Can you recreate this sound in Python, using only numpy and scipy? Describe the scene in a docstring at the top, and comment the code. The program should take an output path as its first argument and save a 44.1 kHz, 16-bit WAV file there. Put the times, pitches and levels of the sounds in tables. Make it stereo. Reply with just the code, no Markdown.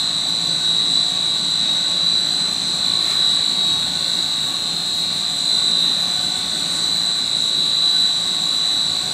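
"""A high, buzzing whine near 4 kHz sits over the hum, rumble and hiss of a factory hall.
It comes from the motor of a snack extruder, a machine that pushes dough through a shaped opening (the die).
The motor's power supply switches rapidly, making a row of evenly spaced tones. Each swells and fades on
its own as two microphones move through the loud and quiet spots left by the hall's echoes.
Underneath, gears hum, the drive drones and steam hisses at the die."""
import sys
import numpy as np
from scipy import signal
from scipy.io import wavfile
from scipy.ndimage import uniform_filter1d

SR = 44100
rng = np.random.default_rng(int(sys.argv[2]) if len(sys.argv) > 2 else 0)


def unload_wav(signal):
    """Save mono or channel-first audio to the path in sys.argv[1] as 16-bit WAV at rate SR, clipped to [-1, 1]."""
    wavfile.write(
        sys.argv[1],
        SR,
        np.round(np.clip(np.atleast_2d(signal).T, -1, 1) * 32767).astype(np.int16),
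    )


N = 402633
T = np.arange(N) / SR
WHINE_HZ, SPACING_HZ = 3972.6, 55.37  # a "step" is one spacing up or down from WHINE_HZ
WHINE_LAG_S = .00057  # the whine reaches the left microphone this much later


def gain_of(db):
    """Turns decibels into a number to multiply a sound by."""
    return 10 ** (np.asarray(db) / 20)

def evened(x):
    """Scales a signal to an average power of 1."""
    return x / np.sqrt(np.mean(abs(x) ** 2) + 1e-20)

def at_pitch(table, hz):
    """Looks up a frequency table, blending between rows on a musical (log) scale."""
    row_hz, value = np.transpose(table)
    return np.interp(np.log(hz + 1), np.log(row_hz), value)

def follow(table, t):
    """Looks up every column of a time table at the times t."""
    times, *columns = np.transpose(table)
    return np.array([np.interp(t, times, column) for column in columns])

def level(curve, t=T):
    """A level curve in dB at the times t."""
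    return follow(curve, t)[0]

def band_db(hz, centre, width, order=4):
    """The shape of a flat-topped band in dB; a wider band spreads the same power thinner."""
    return -10 * np.log10(width * (1 + (2 * (hz - centre) / width) ** order))

def random_waves(*shape):
    """Waves of random strength and phase, as complex numbers."""
    return (rng.standard_normal(shape) + 1j * rng.standard_normal(shape)) / np.sqrt(2)

# How alike the two microphones sound: (frequency [Hz], likeness [0-1])
MIC_LIKENESS = [(100, .985), (190, .965), (280, .85), (450, .2), (1200, .25), (2000, 0), (5500, .1),
                (7000, .85), (8500, .94), (11000, .6), (14000, .45)]
def mic_pair(waves, hz):
    """Blends two unrelated signals into what two nearby microphones hear."""
    same = np.clip(at_pitch(MIC_LIKENESS, hz), 0, .999)
    return np.array([waves[0], same * waves[0] + np.sqrt(1 - same ** 2) * waves[1]])

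# Which side is louder: (frequency [Hz], left minus right [dB])
MIC_BALANCE = [(120, 0.5), (700, -4), (1800, -1.5), (3000, -5.5), (5000, -10), (8000, -1), (13000, -.6)]
def sides(hz):
    """Left and right gain: the machine stands to the right."""
    return gain_of(np.multiply.outer([.5, -.5], at_pitch(MIC_BALANCE, hz)))[:, None]

def fading(rate_hz):
    """Times and two random flutters: 24 echoes add and cancel along a walk that is fastest at first."""
    t = np.linspace(0, T[-1], 1024)
    path = t + 2.614 * (1 - np.exp(-t / 2.242))
    doppler = rate_hz * rng.standard_normal((2, 24, 1))  # moving shifts each echo's pitch a little
    echoes = random_waves(*doppler.shape) * np.exp(2j * np.pi * doppler * path)
    return t, evened(echoes.sum(1))

def sine(hz, t, envelopes):
    """A pure tone at each microphone; a slow complex envelope sets its strength and phase."""
    phase = (2 * np.pi * (hz * T % 1)).astype(np.float32)
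    cos, sin = np.cos(phase), np.sin(phase)
    channels = [np.interp(T, t, z.real) * cos - np.interp(T, t, z.imag) * sin for z in envelopes]
    return np.sqrt(2) * np.array(channels)

def hall_tone(hz, db, direct, rate_hz, lag_s=0.):
    """A machine tone: a steady direct part, lag_s later on the left, plus its fading echoes."""
    t, echoes = fading(rate_hz)
    arrival = np.exp(2j * np.pi * (rng.random() - hz * np.array([[lag_s], [0]])))
    envelopes = evened(mic_pair(direct * arrival + echoes, hz))
    return gain_of(db) * sine(hz, t, envelopes)

def noise(shape_db, patchy_db, size=1024):
    """Stereo noise of power 1, shaped by shape_db(t, hz), with random louder and softer patches."""
    hz = np.fft.rfftfreq(size, 1 / SR)
    t = np.arange(N * 4 // size + 5) * size / 4 / SR
    patches = uniform_filter1d(rng.standard_normal((len(t), len(hz))), size=12, axis=0)
    patches = evened(uniform_filter1d(patches, size=12, axis=1))
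    spectrum = mic_pair(random_waves(2, len(t), len(hz)), hz)
    spectrum = spectrum * gain_of(shape_db(t, hz) + patchy_db * patches) * sides(hz)
    _, sound = signal.istft(spectrum.swapaxes(1, 2), nperseg=size, noverlap=size * 3 // 4)
    return evened(sound[:, :N])


# One short puff of hiss: (time [s], half-width [s], midrange lift [dB], fizz lift [dB])
HISS_PUFF = (3.1, 0.063, 4.1, 5.1)
def puff(t):
    """How far the puff lifts the hall's midrange and the steam's fizz, in dB."""
    at, half_width, mid_db, fizz_db = HISS_PUFF
    return np.multiply.outer([mid_db, fizz_db], np.exp(-((t - at) / half_width) ** 2))

# Machine noise filling the hall: (frequency [Hz], relative level [dB])
HALL_SPECTRUM = [(20, -17), (45, -61), (75, -3), (130, -16), (175, -1.5), (280, -5.5), (500, -14),
                 (720, -12), (1000, -14.5), (2200, -15), (3200, -16), (5600, -21.5), (9000, -32.5),
                 (15500, -45)]
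# Swells of the low rumble and the drone: (time [s], level change [dB])
RUMBLE_SWELL = [(0.0, -1), (0.6, -1.5), (2.84, 1), (3.04, -2.5), (3.79, 2.5), (4.29, -1), (6.74, 1.9),
                (7.28, -1.5), (9.13, 0.3)]
# Swells of the higher machine noise and the hum: (time [s], level change [dB])
MACHINERY_SWELL = [(0.0, -0.5), (2.74, 1.5), (5.19, -0.3), (6.69, 1.2), (7.43, -0.5), (9.13, 0.6)]
def hall():
    """Rumble and broad machine noise, each swelling as the microphones pass."""
    def shape_db(t, hz):
        rumble_db = level(RUMBLE_SWELL, t) - 4
        machinery_db = level(MACHINERY_SWELL, t) + puff(t)[0]
        low = 1 / (1 + (hz / 380) ** 4)  # 1 in the bass, 0 in the treble
        return at_pitch(HALL_SPECTRUM, hz) + low * rumble_db[:, None] + (1 - low) * machinery_db[:, None]
    return gain_of(-32) * noise(shape_db, patchy_db=1.5, size=2048)

# Low tones of the drive and frame: (frequency [Hz], relative level [dB])
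DRONE_TONES = [(116, -52), (146, -46), (167, -44), (179, -45), (220, -54), (291, -49)]
def drone(recede_db_per_s=.47):
    """Low tones waver with the uneven load on the dough screws and fade as the walk leaves the drive."""
    tones = sum(hall_tone(hz, db, direct=.37, rate_hz=2.2) for hz, db in DRONE_TONES)
    return gain_of(.77 * level(RUMBLE_SWELL) - recede_db_per_s * T) * tones

# Steam hiss at the die: (frequency [Hz], relative level [dB])
STEAM_SPECTRUM = [(4000, -34), (6400, -12.5), (7000, -4.5), (7500, -1.5), (7950, -3), (8700, -5),
                  (9400, -12.5), (10500, -20), (12000, -22.3), (15500, -28)]
# Sizzle near 8 kHz; the hiss bands and the whine's octave follow it too: (time [s], level change [dB])
SIZZLE_SWELL = [(0.0, -0.5), (1.85, -0.2), (2.05, -3), (2.39, -0.5), (5.14, -3), (5.49, 1), (5.99, -1.5),
                (6.79, 1.5), (7.13, -1), (9.13, -2)]
# The highest fizz, blocked by the casing at first: (time [s], level change [dB])
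FIZZ_SWELL = [(0, -4), (2.1, -4), (2.4, -1.5), (3.5, .3), (4, 2.3), (5.1, 2.5), (5.7, .8), (6.6, 3),
              (7.2, -.5), (8.4, .8), (9.13, 0)]
def steam(flicker_db=1.6):
    """Steam bursts unevenly off the strands of dough; its fizz is clearest in front of the die."""
    def shape_db(t, hz):
        flicker = evened(uniform_filter1d(rng.standard_normal((len(t), 1)), size=8, axis=0))
        fizz_db = (level(FIZZ_SWELL, t) + puff(t)[1])[:, None] + flicker_db * flicker
        sizzle_db = level(SIZZLE_SWELL, t)[:, None]
        fizz_share = at_pitch([(8500, .28), (11000, .95)], hz)
        return at_pitch(STEAM_SPECTRUM, hz) + (1 - fizz_share) * sizzle_db + fizz_share * fizz_db
    return gain_of(-35.2) * noise(shape_db, patchy_db=1.8)

# Gearbox tones, strongest near multiples of 15 teeth: (cycles per shaft turn, relative level [dB])
GEAR_TONES = [(16, -58), (24, -56), (29, -56), (30, -49.5), (31, -53), (33, -55), (34, -56), (36, -57),
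              (45, -49), (46, -53), (49, -55), (60, -52.5), (72, -56), (75, -54), (77, -57)]
# Faint steady tones, including one low sideband of the whine: (frequency [Hz], relative level [dB])
STEADY_TONES = [(553, -54), (629.5, -55), (2589, -56), (3455, -51), (3511, -47), (3726, -47), (4110, -43),
                (4546, -49), (5954, -54), (6051, -55), (8407, -52)]
def hum(shaft_hz=24.4):
    """Gear teeth meet and hum at multiples of the shaft's speed, among faint tones of steady pitch."""
    gears = sum(hall_tone(k * shaft_hz, db, direct=.6, rate_hz=1.2, lag_s=WHINE_LAG_S / 2)
                * sides(k * shaft_hz) for k, db in GEAR_TONES)
    others = sum(hall_tone(hz, db, direct=.32, rate_hz=1.5) * sides(hz) for hz, db in STEADY_TONES)
    return (gain_of(1) * gears + gain_of(.5) * others) * gain_of(level(MACHINERY_SWELL))

# A high gear tone and two thin motor whistles, each: (time [s], relative level [dB])
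HIGH_GEAR_SWELL = [(0.0, -59), (1.12, -47), (2.36, -57), (2.96, -48), (3.56, -43.5), (4.52, -68),
                   (5.88, -45), (9.12, -52.5)]
WHISTLE_SWELL = [(0, -53), (2.56, -53), (2.88, -46), (3.3, -54), (4.4, -44), (5.4, -53), (9.13, -51)]
HIGH_WHISTLE_SWELL = [(0, -47.5), (3, -43), (3.8, -58), (6, -49), (9.13, -48)]
def held_tones():
    """Three tones arrive mostly straight from the machine, so they swell slowly instead of flickering."""
    held = [(1146.8, HIGH_GEAR_SWELL), (2755.5, WHISTLE_SWELL), (5943, HIGH_WHISTLE_SWELL)]
    tones = sum(hall_tone(hz, level(curve), direct=1.7, rate_hz=.9, lag_s=WHINE_LAG_S / 5) * sides(hz)
                for hz, curve in held)
    return gain_of(-1) * tones

# How the ring comes and goes: (time [s], level change before scaling by swell [dB])
RING_SWELL = [(0.0, -3.5), (0.65, 4.5), (0.85, -10), (1.4, 1.5), (2.64, -0.5), (3.24, 3.5), (3.54, 0),
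              (3.84, 3), (5.29, -5), (5.49, 0), (6.29, 2), (7.75, 0), (7.96, 3), (8.4, -0.5)]
def ring(centre_hz=1500, width_hz=32, swell=1.44):
    """A very narrow band of noise, heard as a fuzzy mid-pitched ring."""
    band = noise(lambda t, hz: band_db(hz, centre_hz, width_hz), patchy_db=1.5, size=2048)
    return gain_of(-46 + swell * level(RING_SWELL)) * band

# Narrow bands of hiss: (frequency [Hz], width [Hz], relative level [dB])
HISS_BANDS = [(1133, 45, -52), (1767, 73, -58.5), (3570, 200, -44), (4160, 780, -38.3), (6050, 540, -47.5),
              (7930, 320, -43.5), (11920, 330, -62)]
def hiss_bands():
    """Narrow bands of hiss, the highest at three times the whine's frequency (its third harmonic)."""
    def shape_db(t, hz):
        power = sum(gain_of(db + band_db(hz, centre, width)) ** 2 for centre, width, db in HISS_BANDS)
        return 10 * np.log10(power)
    return gain_of(-32.35 + .5 * level(SIZZLE_SWELL)) * noise(shape_db, patchy_db=2.5)

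def rasp(centre_hz=3970, width_hz=310):
    """Uneven switching leaves a band of noise under the whine, throbbing at twice the tone spacing."""
    band = noise(lambda t, hz: band_db(hz, centre_hz, width_hz, order=8), patchy_db=-.5)
    throb = evened(1 + .25 * np.cos(2 * np.pi * 2 * SPACING_HZ * T))
    return gain_of(-30.2 + .5 * whine_swell_db()) * band * throb

# Faint whine tones, one per free step from -21 upward: (relative level [dB])
FAINT_TONES = [-59, -58, -55, -62, -60, -53, -61, -59, -55, -53, -48, -53, -43, -38, -44, -37, -50, -30,
               -31, -31, -38, -41, -36.5, -42, -41, -48, -47, -49, -57, -49, -56]
# Tones about an octave above the whine, one per step upward: (relative level [dB])
OCTAVE_TONES = [-54, -49, -49, -46, -43, -41, -49, -48, -57, -46.5, -48, -48]
def faint_whine(octave_hz=7890.3):
    """Switching also makes rows of weaker tones (sidebands) around the whine and around its octave."""
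    free_steps = [k for k in range(-21, 17) if k not in SIDE_STEPS + MAIN_STEPS]
    row = sum(hall_tone(WHINE_HZ + k * SPACING_HZ, db, direct=.7, rate_hz=1., lag_s=WHINE_LAG_S)
              for k, db in zip(free_steps, FAINT_TONES))
    octave = sum(hall_tone(octave_hz + k * SPACING_HZ, db, direct=1., rate_hz=1.5)
                 for k, db in enumerate(OCTAVE_TONES, start=-5))
    return (row * gain_of(-1.9 + .4 * whine_swell_db()) * sides(WHINE_HZ)
            + octave * gain_of(-1 + level(SIZZLE_SWELL)) * sides(octave_hz))

SIDE_STEPS = (-5, 2, 9)
# The tones on those steps, at the right microphone, each: (time [s], relative level [dB])
LOW_SIDE_SWELL = [(0, -30), (2.52, -35), (5.08, -34), (5.84, -23), (6.24, -38), (6.8, -29), (9.13, -36)]
NEAR_SIDE_SWELL = [(.1, -19), (.32, -27), (2.36, -32), (2.64, -21), (5.16, -33), (5.52, -22), (6.36, -24),
                   (6.52, -33), (7.08, -20), (7.64, -27.5)]
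HIGH_SIDE_SWELL = [(.28, -37), (2.36, -41), (6.6, -40), (7, -29), (7.7, -40)]
def side_whine():
    """Three switching tones beside the whine tilt its pitch down or up as they grow louder."""
    curves = (LOW_SIDE_SWELL, NEAR_SIDE_SWELL, HIGH_SIDE_SWELL)
    tones = sum(hall_tone(WHINE_HZ + k * SPACING_HZ, level(curve), direct=2.5, rate_hz=1.,
                          lag_s=WHINE_LAG_S) for k, curve in zip(SIDE_STEPS, curves))
    balance = sides(WHINE_HZ)
    return gain_of(-.2) * tones * balance / balance[1]

# Where the three loudest tones sit: (distance from WHINE_HZ [steps])
MAIN_STEPS = (-2, 0, 1)
# Each one along the walk: (time [s], relative left [dB], relative right [dB], left phase lead [rad])
LOWER_TONE = [(0.0, -28.5, -20.5, 4.8), (0.35, -36.5, -27.5, -2.1), (0.67, -15.0, -21.5, -1.9),
              (0.82, -22, -14.5, -0.6), (0.98, -27, -20, -1.6), (1.5, -19.0, -18.0, -2.2),
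              (1.7, -30, -15.5, -5.4), (2.24, -31.5, -26.0, 1.8), (2.7, -27, -31, -6.0),
              (2.93, -26.5, -20.5, -2.2), (3.04, -33.5, -30.5, -5.3), (3.34, -17.0, -18.0, -7.6),
              (3.75, -26, -13.5, -12.4), (3.97, -33, -28, -9.0), (4.12, -28, -20, -7.6),
              (4.72, -19.5, -18, -9.4), (5.04, -28.0, -16.0, -10.1), (5.3, -30.0, -26.5, -7.1),
              (5.82, -26.5, -21.0, -12.5), (6.61, -27, -38, -6.6), (6.99, -34.5, -23.5, -9.3),
              (7.47, -30.5, -17.5, -10.8), (8.38, -32.0, -19.5, -7.9), (8.77, -22.0, -34.0, -6.3),
              (9.13, -31.0, -22.0, -9.2)]
MIDDLE_TONE = [(0.0, -26.5, -31.0, 2.0), (0.16, -35.5, -18.5, -1.8), (0.8, -24.5, -24, -0.7),
               (0.98, -30, -14, -5.4), (1.24, -24.5, -23, -1.1), (1.6, -17.5, -27.0, -2.4),
               (2.09, -33.5, -14.5, -1.2), (2.45, -21.5, -32.5, 2.4), (2.57, -35.0, -19.0, 1.7),
               (3.09, -19.0, -24.0, 7.9), (3.95, -30, -24, 2.6), (4.3, -27, -19.5, 2.8),
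               (5.22, -23.5, -23.0, 2.0), (5.77, -23.0, -22.5, 6.9), (6.22, -32, -16.5, 7.0),
               (6.55, -21.5, -24.5, 10.5), (6.89, -31.5, -15.5, 12.1), (7.2, -23.0, -23.5, 13.0),
               (7.63, -36.0, -16.5, 13.3), (7.99, -18, -17, 13.1), (8.39, -33.5, -23.0, 14.0),
               (8.57, -33.0, -15.5, 12.9), (9.13, -27, -19.5, 10.0)]
UPPER_TONE = [(0.0, -26.5, -33.0, 2.6), (0.46, -37.0, -21.0, -8.6), (0.88, -25.5, -22.5, 0.6),
              (1.35, -37.0, -24.0, 2.2), (1.64, -21.0, -21.0, -2.6), (1.96, -40.5, -22.5, -6.4),
              (2.43, -18.5, -20.0, -7.9), (2.68, -32.5, -31.5, -7.5), (3.2, -28.5, -22.0, -6.9),
              (4.34, -30.0, -23.0, -13.0), (4.44, -26.0, -36.0, -13.1), (5.43, -39.0, -19.0, -18.6),
              (5.51, -41.0, -13.5, -17.0), (5.72, -27.0, -23.0, -25.2), (6.44, -34.5, -26.0, -19.1),
              (7.13, -28.0, -25.5, -23.9), (8.12, -41.0, -27.0, -22.8), (8.61, -28.0, -20.5, -27.6),
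              (9.13, -30.5, -25.0, -26.0)]
MAIN_TONES = (LOWER_TONE, MIDDLE_TONE, UPPER_TONE)
def main_whine(settle_s=5., tremble_hz=12.):
    """The strongest switching tones: one alone whistles, two or three beat together into a buzz."""
    whine = 0
    for step, walk in zip(MAIN_STEPS, MAIN_TONES):
        t, echoes = fading(3.)
        left_db, right_db, lead = follow(walk, t)
        drift = 2 * np.pi * rng.random() + 2 * fading(.5)[1][0].real
        envelopes = gain_of([left_db, right_db]) * np.exp(1j * np.array([drift + lead, drift]))
        ruffle = .3 * np.exp(-t / settle_s) * echoes  # echoes ruffle the tone less as the walk slows
        tremble = .14 * fading(tremble_hz)[1][0]  # from the motor's changing load
        whine = whine + sine(WHINE_HZ + step * SPACING_HZ, t, envelopes * evened(1 + ruffle + tremble))
    return gain_of(.5) * whine

def whine_swell_db():
    """How far the three loudest tones together are above their average, in dB."""
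    power = sum((gain_of(follow(walk, T)[:2]) ** 2).sum(0) for walk in MAIN_TONES)
    return 10 * np.log10(power / power.mean())

# One brief dip in the whine: (time [s], half-width [s], level change [dB])
WHINE_DIP = (4.528, 0.0072, -7)
def motor_whine(waver_db=.45, shiver_db=.75):
    """All parts of the whine together; its level wavers, shivers and dips once."""
    t, slow = fading(3.)
    _, quick = fading(9.)
    wobble_db = np.interp(T, t, waver_db * slow[0].real + shiver_db * quick[0].real)
    at, half_width, depth_db = WHINE_DIP
    dip_db = depth_db * np.exp(-((T - at) / half_width) ** 2)
    return (main_whine() + side_whine() + faint_whine() + rasp()) * gain_of(wobble_db + dip_db)

def scene():
    """The extruder runs steadily, its motor whining above everything else."""
    return motor_whine() + hiss_bands() + ring() + hum() + held_tones() + drone() + hall() + steam()

def record(dry):
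    """Cuts away the very highest treble, above 15650 Hz."""
    lowpass = signal.firwin(511, 15650, window=("kaiser", 9), fs=SR)
    return signal.oaconvolve(dry, lowpass[None], "same")


dry = scene()
out = record(dry)
unload_wav(out)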